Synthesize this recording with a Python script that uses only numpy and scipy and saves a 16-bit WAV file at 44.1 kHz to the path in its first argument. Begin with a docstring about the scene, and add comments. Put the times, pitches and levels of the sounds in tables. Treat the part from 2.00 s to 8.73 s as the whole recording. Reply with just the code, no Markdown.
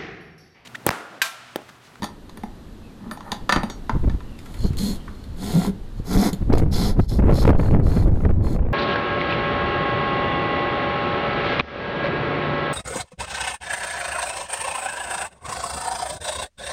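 """Over soft hiss and low wind rumble, steel tools clank and slide into a farrier's tool box in a barn.
Blows knock the box and ring the steel; faint whistles sound far off. A rasp then crosses a horse's
hoof in repeated strokes: its teeth tear the horn, ring the blade and make the hoof shudder on its stand.
Wind reaches the microphone in puffs, then blows steadily and overloads it."""
import sys
import numpy as np
from scipy import signal
from scipy.fft import rfft, irfft, next_fast_len
from scipy.io import wavfile
from scipy.ndimage import map_coordinates

SR = 44100
rng = np.random.default_rng(int(sys.argv[2]) if len(sys.argv) > 2 else 0)


def master(y):
    """Save y as 16-bit WAV."""
    cut = np.clip(np.atleast_2d(y).T, -1, 1)
    pcm = np.round(cut * 32767)  # scale
    wavfile.write(sys.argv[1], SR, pcm.astype(np.int16))


N = 296793


def amp(db):
    """Decibels to gain."""
    return 10 ** (np.asarray(db) / 20)


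def unit(x):
    """Scale to rms 1."""
    return x / np.sqrt(np.mean(x ** 2) + 1e-20)


def clock(size=N):
    """Seconds at each sample."""
    return np.arange(size) / SR


def noise(size=N):
    """White noise."""
    return rng.standard_normal(size)


def wobble(rate_hz):
    """Smooth random curve, rate_hz knots a second."""
    return map_coordinates(noise(int(N * rate_hz / SR) + 4), [clock() * rate_hz])


def decay(t, t60_s):
    """Fall of 60 dB in t60_s."""
    return np.exp(-np.log(1000) * t / t60_s)


def over_time(points):
    """(s, value) points read at each sample."""
    return np.interp(clock(), *np.transpose(points))


def over_hz(points, hz):
    """(Hz, value) points read on a log axis."""
    knots_hz, values = np.transpose(points)
    return np.interp(np.log(hz + 1), np.log(knots_hz + 1), values)


def filtered(x, response):
    """x through a complex frequency response."""
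    size = next_fast_len(len(x) + SR // 6)
    return irfft(rfft(x, size) * response(np.fft.rfftfreq(size, 1 / SR)), size)[:len(x)]


def coloured(x, spectrum):
    """x shaped by a spectrum, rms 1."""
    return unit(filtered(x, lambda hz: amp(over_hz(spectrum, hz))))


def resonate(x, modes):
    """x through a set of resonances, rms 1."""
    response = lambda f: sum(amp(db) * 1j * f * width / (hz * hz - f * f + 1j * f * width)
                             for hz, width, db in modes)
    return unit(filtered(x, response))


def band(x, top_hz, order, low_hz=0):
    """x band-limited, rms 1; order sets the upper slope."""
    response = lambda hz: 1 / (1 + (hz / top_hz) ** order) / (1 + (low_hz / (hz + 1)) ** 8)
    return unit(filtered(x, response))


def add(track, start_s, sound):
    """Mix a sound in at start_s."""
    part = track[round(start_s * SR):][:len(sound)]
    part += sound[:len(part)]


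# Hiss envelope: (time [s], level [dB])
HISS_LEVEL = [(0, -45.5), (3.0, -41.5), (3.7, -45), (4.4, -44), (5.2, -63), (6.3, -52), (6.73, -69)]
# Hiss spectrum: (frequency [Hz], density [dB])
HISS_SPECTRUM = [(59, -42), (100, -3), (219, 5.5), (452, -5.5), (545, -8), (592, -10), (630, -11),
                 (1100, -14.5), (1850, -19), (2180, -23.5), (4050, -22), (5410, -29.5), (14000, -36)]

def background_hiss():
    """Soft, drifting hiss that recedes late on."""
    return amp(over_time(HISS_LEVEL) + 0.59 * wobble(2.97)) * coloured(noise(), HISS_SPECTRUM)


# Wind at the microphone: (time [s], strength [dB])
WIND_LEVEL = [(0, -44.5), (0.75, -42), (1.2, -47.5), (1.95, -35), (2.4, -37), (2.8, -26.5), (3.15, -38),
              (3.53, -29), (3.87, -37.5), (4.46, -27.5), (4.505, -14), (4.7, -20.5), (4.98, -22.5),
              (5.07, -30.5), (5.12, -19), (5.35, -14.5), (5.9, -17), (6.73, -19)]
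# Single gusts: (time [s], strength [dB], Gaussian width [s])
WIND_GUSTS = [(1.428, -32, 0.0094), (1.58, -22, 0.0076), (1.959, -15, 0.0099), (2.045, -17.5, 0.0092),
              (2.079, -10.5, 0.0052), (2.148, -19.5, 0.0053), (2.653, -12.5, 0.0096), (2.707, -22, 0.0026),
              (3.999, -21.5, 0.004), (4.166, -3, 0.0053), (4.42, -17.5, 0.008), (4.502, -5.5, 0.0036),
              (4.54, 2.5, 0.0073), (4.628, -3.5, 0.0083), (4.977, -17, 0.012), (4.999, -1, 0.0054),
              (5.196, -3.5, 0.0053), (5.263, -8, 0.026), (5.317, -2, 0.013), (5.457, 1, 0.0033),
              (5.497, 5.5, 0.01), (5.709, 8.5, 0.0016), (5.747, -9, 0.023), (5.799, -3, 0.0027),
              (5.855, -10.5, 0.0024), (5.884, -10.5, 0.0025), (5.97, -7.5, 0.0064), (6.073, -8, 0.015),
              (6.257, -11, 0.01), (6.304, -7.5, 0.0048)]
# Light-air rumble: (frequency [Hz], density [dB])
RUMBLE_SPECTRUM = [(10, 1), (28, 3), (60, -3.5), (110, -7.5), (200, -21.5), (400, -47.5), (1000, -83)]
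# Buffeting at the port: (frequency [Hz], density [dB])
BUFFET_SPECTRUM = [(12, 9), (28, -10), (80, 4.5), (160, -4), (300, -11), (550, -22.5), (1000, -35.5),
                   (2000, -67), (5000, -110)]
# Crackle of the overloading microphone: (frequency [Hz], density [dB])
CRACKLE_SPECTRUM = [(150, -54), (450, 7), (900, -4), (1500, -13), (2300, -19), (3500, -34.5), (6000, -56),
                    (12000, -78)]
# Gust core: (frequency [Hz], density [dB])
GUST_SPECTRUM = [(20, 8.5), (70, 6), (170, 5), (350, -6), (700, -24.5), (1400, -35.5), (4000, -60.5)]

def wind(turbulent_db=-16, rumble_limit_db=-15.5, buffet_db_per_db=1.46, crackle_db_per_db=3.16):
    """Light air rumbles; strong wind and gusts buffet the microphone, which overloads and crackles."""
    level_db = over_time(WIND_LEVEL)
    excess_db = level_db - turbulent_db
    swell = lambda stretch: sum(amp(db) * np.exp(-.5 * ((clock() - s) / (stretch * width_s)) ** 2)
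                                for s, db, width_s in WIND_GUSTS)
    core, wake = swell(1), swell(3.7)
    push = amp(level_db) + amp(-6) * wake
    push /= np.hypot(1, push / amp(rumble_limit_db))  # levels off as the flow breaks up
    rumble = push * amp(2 * wobble(22)) * coloured(noise(), RUMBLE_SPECTRUM)
    lumps = unit(amp(2 * wobble(30)) * coloured(noise(), BUFFET_SPECTRUM))
    spits = unit(amp(7 * wobble(190)) * coloured(noise(), CRACKLE_SPECTRUM))
    buffet = amp(-16 + buffet_db_per_db * excess_db) * lumps
    crackle = (amp(-31.5 + crackle_db_per_db * excess_db) + amp(-23) * core) * spits
    puffs = amp(-1) * core * coloured(noise(), GUST_SPECTRUM)
    return rumble + buffet + crackle + puffs


def blow(t, t60_s, rattle_per_s=900, rattle_t60_s=0.14):
    """Impact burst with a brief rattle of loose contacts."""
    burst = noise(len(t)) * decay(t, t60_s)
    rattle = (rng.random(len(t)) < rattle_per_s / SR) * noise(len(t)) * decay(t, rattle_t60_s)
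    return burst + amp(2) * rattle


def steel_ring(modes, t):
    """Decaying modes; each point of contact favours different ones."""
    return sum(amp(db + 2 * rng.normal()) * decay(t, t60_s) * np.sin(2 * np.pi * (hz * t + rng.random()))
               for hz, db, t60_s in modes)


# Tool box resonances: (frequency [Hz], width [Hz], level [dB])
BOX_MODES = [(526, 65, -7.5), (612, 27, 7), (824, 22, 9.5), (903, 66, 3), (990, 125, 9), (1213, 170, 4.5),
             (1346, 26, 1.5), (1490, 26, 1), (1788, 15, -9), (1757, 52, 11.5), (1836, 24, -1)]
# Low boom near 200 Hz under blows and slides: (frequency [Hz], width [Hz], level [dB])
BOOM_MODES = [(217.6, 25, 10), (282, 69, -8), (414, 21, -6.5)]
# Steel-on-steel contact: (frequency [Hz], density [dB])
CLINK_SPECTRUM = [(1500, -54), (2700, -12), (3600, 12), (4100, 2), (4700, 9.5), (5300, -10), (6500, 0.5),
                  (8000, -12.5), (14000, -41)]
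# High sizzle of steel: (frequency [Hz], density [dB])
SIZZLE_SPECTRUM = [(5000, -41), (8000, -10), (9200, 16), (11000, 6.5), (14000, 7)]
# Heavy tool: (frequency [Hz], level [dB], t60 [s])
HEAVY_MODES = [(3057, -16, 0.24), (3800, -3, 0.04), (4695, -8.5, 0.15), (5840, -17.5, .2),
               (8660, -24, 0.22), (8860, -14.5, 0.099)]
# Light tool: (frequency [Hz], level [dB], t60 [s])
LIGHT_MODES = [(4447, -7, .2), (5518, -15, 0.22), (5760, -3, .14), (6560, -3, 0.14), (7700, -18, .2),
               (12840, -17, .12)]
# Blows in the box: (time [s], knock [dB], tone [Hz], thump [dB], clink [dB], sizzle [dB],
# tone within knock [dB], heavy tool [dB], light tool [dB])
TOOL_BLOWS = [(0.021, -38.5, 940, -31, -44, -54, 13, -38, -56),
              (0.03, -26.5, 990, -31.5, -44, -48, -26, -38, -40),
              (0.042, -25.5, 870, -39, -34.5, -41, -1.5, -39, -54),
              (0.295, -42, 880, -61, -50, -63, -15, -62, -72),
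              (0.373, -40, 825, -43, -53, -51, -2, -67, -59),
              (0.435, -41, 820, -32, -51.5, -56.5, 16, -55, -58),
              (1.112, -31, 1290, -45, -43, -52.5, 3, -48, -58),
              (1.173, -46.5, 836, -61, -58, -63, 16, -58, -58),
              (1.207, -53.5, 970, -62, -51.5, -66, 22, -74, -62),
              (1.318, -25.5, 620, -32.5, -28, -43, -5.5, -44, -83),
              (1.325, -43, 870, -41.5, -60, -50, 20.5, -56, -64),
              (1.493, -10.5, 1250, -35, -25.5, -44, -19, -31, -41),
              (1.524, -9.5, 1020, -29.5, -23.5, -39, -30, -24.5, -37),
              (1.561, -11.5, 1000, -20.5, -33.5, -52, -6.5, -47, -63),
              (1.633, -30, 890, -27, -44, -49, 8.5, -38, -59),
              (1.699, -33, 810, -37.5, -38, -55, 0, -42, -36.5),
              (1.895, -28.5, 935, -29.5, -42, -60, 13, -59, -66),
              (2.097, -38, 870, -31, -49, -83, 3, -54, -68),
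              (2.205, -44, 990, -58, -60, -75, 5.5, -70, -70),
              (3.08, -47.5, 1210, -59, -70, -70, 15, -70, -71)]

def tool_clanks(knock_t60_s=0.035, clink_t60_s=0.024):
    """Each blow knocks the box, clinks steel on steel and rings the tools, over a low thump."""
    out, t = np.zeros(N), clock(SR // 3)
    struck = lambda x: x / np.sqrt(np.mean(x[:SR // 80] ** 2))  # rms 1 over the attack
    for s, knock_db, hz, thump_db, clink_db, sizzle_db, tone_db, heavy_db, light_db in TOOL_BLOWS:
        box = amp(-5) * struck(resonate(blow(t, knock_t60_s), BOX_MODES))
        tone = resonate(noise(len(t)) * decay(t, knock_t60_s), [(hz, hz / 7, 0)])
        box += amp(tone_db - 7) * struck(tone)
        knock = amp(knock_db) * filtered(box, lambda f: 1 / (1 + 1j * f / 2300 - (f / 2300) ** 2))
        boom = resonate(blow(t, knock_t60_s), BOOM_MODES)
        thump = amp(thump_db + 3) * struck(filtered(boom, lambda f: 1 / (1 + 1j * f / 500) ** 2))
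        clink = amp(clink_db) * struck(coloured(blow(t, clink_t60_s), CLINK_SPECTRUM))
        sizzle = amp(sizzle_db + 2) * struck(coloured(blow(t, clink_t60_s), SIZZLE_SPECTRUM))
        heavy = amp(heavy_db + 3) * steel_ring(HEAVY_MODES, t)
        light = amp(light_db + 1) * steel_ring(LIGHT_MODES, t)
        add(out, s, knock + thump + clink + sizzle + heavy + light)
    return out


# Far whistles: (time [s], length [s], start [Hz], end [Hz], level [dB])
WHISTLE_GLIDES = [(0.81, 0.08, 2750, 2300, -57), (2.21, 0.17, 2930, 2660, -58),
                  (2.59, 0.084, 2950, 3100, -53), (2.955, 0.064, 3230, 2850, -53)]

def whistles(waver_hz=110):
    """Thin gliding whistles, perhaps birds outside."""
    out = np.zeros(N)
    for s, length_s, start_hz, end_hz, db in WHISTLE_GLIDES:
        progress = np.clip((clock() - s) / length_s, 0, 1)
        hz = start_hz + (end_hz - start_hz) * progress + waver_hz * wobble(300)
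        envelope = amp(db) * np.sqrt(np.abs(np.sin(np.pi * progress)))
        out += envelope * np.sin(2 * np.pi * np.cumsum(hz) / SR)
    return out


def friction(spread_db=4, clump_db=2.1, clump_hz=260, breaks_per_s=7000):
    """Tiny fractures and fine powdering, in clumps as rough surfaces catch."""
    breaks = (rng.random(N) < breaks_per_s / SR) * noise() * amp(spread_db * noise())
    grit = unit(breaks) + .7 * noise()
    return unit(grit * amp(clump_db * wobble(clump_hz)))


def hand_speed(peak_s, rise_s, fall_s, hold_s=0):
    """One push, 0-1: up from rest to full at peak_s, held, back to rest."""
    corners_s = [peak_s - rise_s, peak_s, peak_s + hold_s, peak_s + hold_s + fall_s]
    return np.sin(np.pi / 2 * np.interp(clock(), corners_s, [0, 1, 1, 0]))


# Tools sliding: (peak time [s], rise [s], fall [s], scrape [dB], thrum [dB], hiss [dB])
TOOL_SLIDES = [(1.095, 0.11, 0.068, -46.5, -38, -82), (1.125, .015, 0.036, -51, -51, -47),
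               (1.3, 0.081, 0.07, -37, -48, -60)]

def tool_slides():
    """A sliding tool scrapes the box over a low thrum; its rough steel hisses."""
    out, rub = np.zeros(N), friction()
    box = band(resonate(rub, BOX_MODES), top_hz=1500, order=4)
    boom = band(resonate(rub, BOOM_MODES), top_hz=350, order=4)
    steel = coloured(rub, SIZZLE_SPECTRUM)
    for s, rise_s, fall_s, scrape_db, thrum_db, hiss_db in TOOL_SLIDES:
        scrape = amp(scrape_db - 2) * box + amp(thrum_db - 1) * boom + amp(hiss_db) * steel
        out += hand_speed(s, rise_s, fall_s) * scrape
    return out


def lean(peak_s, hold_s, db_per_s):
    """Gain ramp as the hand leans into a stroke; 1 at mid-hold."""
    return amp(db_per_s * np.clip(clock() - peak_s - hold_s / 2, -.5, .5))


# Tearing horn: (frequency [Hz], density [dB])
TEAR_SPECTRUM = [(800, -23), (2000, 1), (2700, -3.5), (3500, 9), (5300, -1.5), (5800, -13), (6600, 4),
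                 (7700, 1), (8600, -0.5), (10400, 3.5), (12000, -11), (14000, 3)]
# Blade held flat: (frequency [Hz], width [Hz], level [dB])
FLAT_MODES = [(3450, 200, -16), (4260, 85, 0), (4650, 200, -22), (5240, 150, -24), (6550, 350, -20)]
# Blade tipped on edge: (frequency [Hz], width [Hz], level [dB])
EDGE_MODES = [(3550, 130, -7), (4150, 250, -3), (4710, 420, -4.5), (5210, 130, -0.5)]
# Blade overtones: (frequency [Hz], width [Hz], level [dB])
OVERTONE_MODES = [(6630, 780, 9), (7770, 610, 4.5), (9350, 410, 3), (10640, 1050, 7.5), (11940, 740, 9.5),
                  (12900, 2300, -8)]
# Rasp strokes: (peak time [s], rise [s], hold [s], fall [s], tear [dB], blade ring [dB],
# overtones [dB], hoof [dB], tilt [0-1])
RASP_STROKES = [(2.56, 0.22, 0.054, .14, -50.5, -68, -64, -59, .2),
                (2.655, 0.087, 0.011, 0.04, -61, -43.5, -57, -73, 0),
                (2.792, 0.022, 0.051, 0.15, -33.5, -37, -43, -47, 0),
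                (3.16, 0.071, 0.074, 0.33, -74, -62, -82, -76, 0),
                (3.519, 0.17, 0.12, .075, -34.5, -44.5, -48.5, -39, .4),
                (3.985, 0.013, 0.0033, 0.012, -63, -52, -64, -74, 0),
                (4.211, 0.18, 0.057, 0.042, -39, -36.5, -36.5, -31.5, 1),
                (4.536, 0.011, 0.0064, 0.012, -44, -35.5, -41, -55, 0.87),
                (4.578, .012, 0.0064, 0.033, -59, -47, -50, -40, 0.9),
                (4.756, 0.049, 0.11, 0.072, -37, -34.5, -40.5, -37.5, 0.88),
                (4.99, 0.015, 0.036, .05, -58, -54, -61, -57, 0.6),
                (5.096, .02, 0.015, 0.11, -46, -45.5, -50.5, -54, .9),
                (5.38, 0.082, 0.028, 0.11, -40, -39, -45, -56, 0.66),
                (5.61, .07, 0.037, .14, -51, -54.5, -60, -59, 0.2),
                (5.91, 0.1, 0.091, 0.063, -47, -50, -55.5, -47, 0.2),
                (6.16, 0.079, .05, 0.09, -63, -69, -65.5, -64, .5),
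                (6.49, 0.087, 0.038, 0.051, -47, -54, -58.5, -47, 0.1)]

def rasp(hiss_power=1.39, ring_power=1.53, damping_db_per_s=12):
    """Fractures hiss and ring the blade, whose modes shift as it tilts; faster is louder."""
    tear_gain, overtone_gain, flat_gain, edge_gain = np.zeros((4, N))
    for s, rise_s, hold_s, fall_s, tear_db, ring_db, overtone_db, _, tilt in RASP_STROKES:
        speed = hand_speed(s, rise_s, fall_s, hold_s)
        ring_gain = amp(ring_db) * speed ** ring_power * lean(s, hold_s, -damping_db_per_s)
        tear_gain += amp(tear_db - 3) * speed ** hiss_power
        overtone_gain += amp(overtone_db - 1) * speed ** hiss_power
        flat_gain += np.sqrt(1 - tilt) * ring_gain
        edge_gain += np.sqrt(tilt) * ring_gain
    blade = lambda modes, top_hz: band(resonate(friction(), modes), top_hz, order=10, low_hz=2900)
    tearing = tear_gain * coloured(friction(), TEAR_SPECTRUM)
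    overtones = overtone_gain * blade(OVERTONE_MODES, top_hz=12700)
    hand_pressure = amp(0.43 * wobble(35))
    ring = flat_gain * blade(FLAT_MODES, top_hz=8200) + edge_gain * blade(EDGE_MODES, top_hz=5680)
    return hand_pressure * (tearing + overtones + ring)


# Horn wall of the hoof: (frequency [Hz], width [Hz], level [dB])
HORN_MODES = [(684, 190, 13), (840, 130, -13.5), (964, 140, -5.5), (1347, 88, 0.5), (1680, 250, -11),
              (1980, 240, -3.5)]
# Hollow hoof capsule: (frequency [Hz], width [Hz], level [dB])
CAPSULE_MODES = [(260, 52, 3), (368, 210, -8.5), (450, 103, -6.5)]
# Stick-slip bouts: (peak time [s], rise [s], fall [s], pitch at peak [Hz], level [dB])
HOOF_SHUDDERS = [(2.85, 0.064, 0.065, 203, -21), (2.905, .02, 0.034, 185, -23.5),
                 (3.474, 0.12, 0.063, 205, -29), (3.57, .04, 0.044, 174, -10.5),
                 (3.685, 0.021, 0.03, 184, -17.5), (4.204, 0.037, 0.033, 200, -13.5),
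                 (4.13, 0.063, 0.072, 190.2, -26), (4.261, 0.01, 0.03, 212, -17),
                 (4.333, 0.0068, 0.018, 184, -18.5), (4.72, 0.09, 0.031, 187, -23.5),
                 (4.826, 0.071, 0.13, 180, -23)]

def hoof(speed_power=1.3, lean_db_per_s=21.5, climb_hz_per_s=350):
    """Wall and capsule resound at each stroke; in heavy ones the hoof sticks, slips and shudders."""
    rub = friction()
    wall = band(resonate(rub, HORN_MODES), top_hz=2300, order=6, low_hz=650)
    capsule = lambda x: band(resonate(x, CAPSULE_MODES), top_hz=530, order=8)
    drive = np.zeros(N)
    for s, rise_s, hold_s, fall_s, *_, hoof_db, _ in RASP_STROKES:
        speed = hand_speed(s, rise_s, fall_s, hold_s)
        drive += amp(hoof_db) * speed ** speed_power * lean(s, hold_s, lean_db_per_s)
    out = drive * (amp(8) * capsule(rub) + amp(1) * wall)
    jitter_hz = 10 * wobble(90)
    shaken = amp(-12) * capsule(friction())
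    flutter = unit(amp(1.8 * wobble(80)))
    for s, rise_s, fall_s, hz, db in HOOF_SHUDDERS:
        pitch_hz = hz + climb_hz_per_s * (clock() - s) + jitter_hz
        swing = flutter * unit(np.sin(2 * np.pi * np.cumsum(pitch_hz) / SR))
        out += amp(db - 2) * hand_speed(s, rise_s, fall_s) * (swing + shaken)
    return out


# Rasp touching down: (time [s], click [dB], horn knock [dB])
RASP_TOUCHES = [(2.3895, -38.5, -43), (2.4586, -50, -36.5), (2.5415, -41, -39), (2.5726, -45, -48),
                (2.7325, -44, -41.5), (2.7707, -32, -51), (2.7864, -26, -48), (3.24, -43, -46),
                (4.331, -25, -41), (4.582, -28, -46)]

def rasp_ticks(click_t60_s=.02, horn_t60_s=.04):
    """Teeth meet the hoof with a dry click and a small knock from the horn."""
    out, t = np.zeros(N), clock(SR // 10)
    for s, click_db, knock_db in RASP_TOUCHES:
        click = coloured(noise(len(t)), TEAR_SPECTRUM) + 0.42 * resonate(noise(len(t)), FLAT_MODES)
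        knock = resonate(noise(len(t)), HORN_MODES[1:]) * decay(t, horn_t60_s)
        add(out, s, amp(click_db) * click * decay(t, click_t60_s) + amp(knock_db) * knock)
    return out


def with_reflections(x, count=8):
    """Floor, stand and legs throw back early copies that hollow the sound."""
    delays_s = rng.uniform(.004, .018, count)
    taps = np.zeros(SR // 50)
    taps[(delays_s * SR).astype(int)] = amp(-17) * rng.choice([-1, 1], count)
    echoes = signal.fftconvolve(x, taps)[:N]
    return x + filtered(echoes, lambda hz: 1j * hz / (1j * hz + 600))  # bass passes round small things


# Barn reverberation: (frequency [Hz], t60 [s])
BARN_T60 = [(150, 0.41), (1000, 0.38), (4000, 0.22), (12000, 0.19)]

def barn_echo(x):
    """Diffuse tail, treble dying first."""
    hz, t, spectra = signal.stft(noise(SR * 3 // 4), SR, nperseg=256)
    tail = signal.istft(spectra * decay(t, over_hz(BARN_T60, hz)[:, None]), SR, nperseg=256)[1]
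    impulse = np.pad(tail, (SR // 200, 0)) / np.linalg.norm(tail)
    return signal.fftconvolve(x, impulse)[:N]


def scene():
    """Tools and rasp close by, over hiss and wind; the whistles arrive only as echo."""
    clatter = tool_clanks() + tool_slides()
    filing = with_reflections(rasp() + hoof() + rasp_ticks())
    hiss = background_hiss()
    echo = barn_echo(amp(-10.5) * clatter + amp(-13.5) * filing + whistles())
    return (clatter + filing + echo + hiss + wind())[None]


def record(dry):
    """The microphone flattens loud peaks; the deepest bass and the top are cut."""
    ceiling, hardness = .35, 8
    low_hz, top_hz = 3, 14100
    clipped = dry[0] / (1 + np.abs(dry[0] / ceiling) ** hardness) ** (1 / hardness)
    coupled = filtered(clipped, lambda hz: 1j * hz / (1j * hz + low_hz))
    return filtered(coupled, lambda hz: 1 / (1 + (hz / top_hz) ** 120))[None]


dry = scene()
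out = record(dry)
master(out)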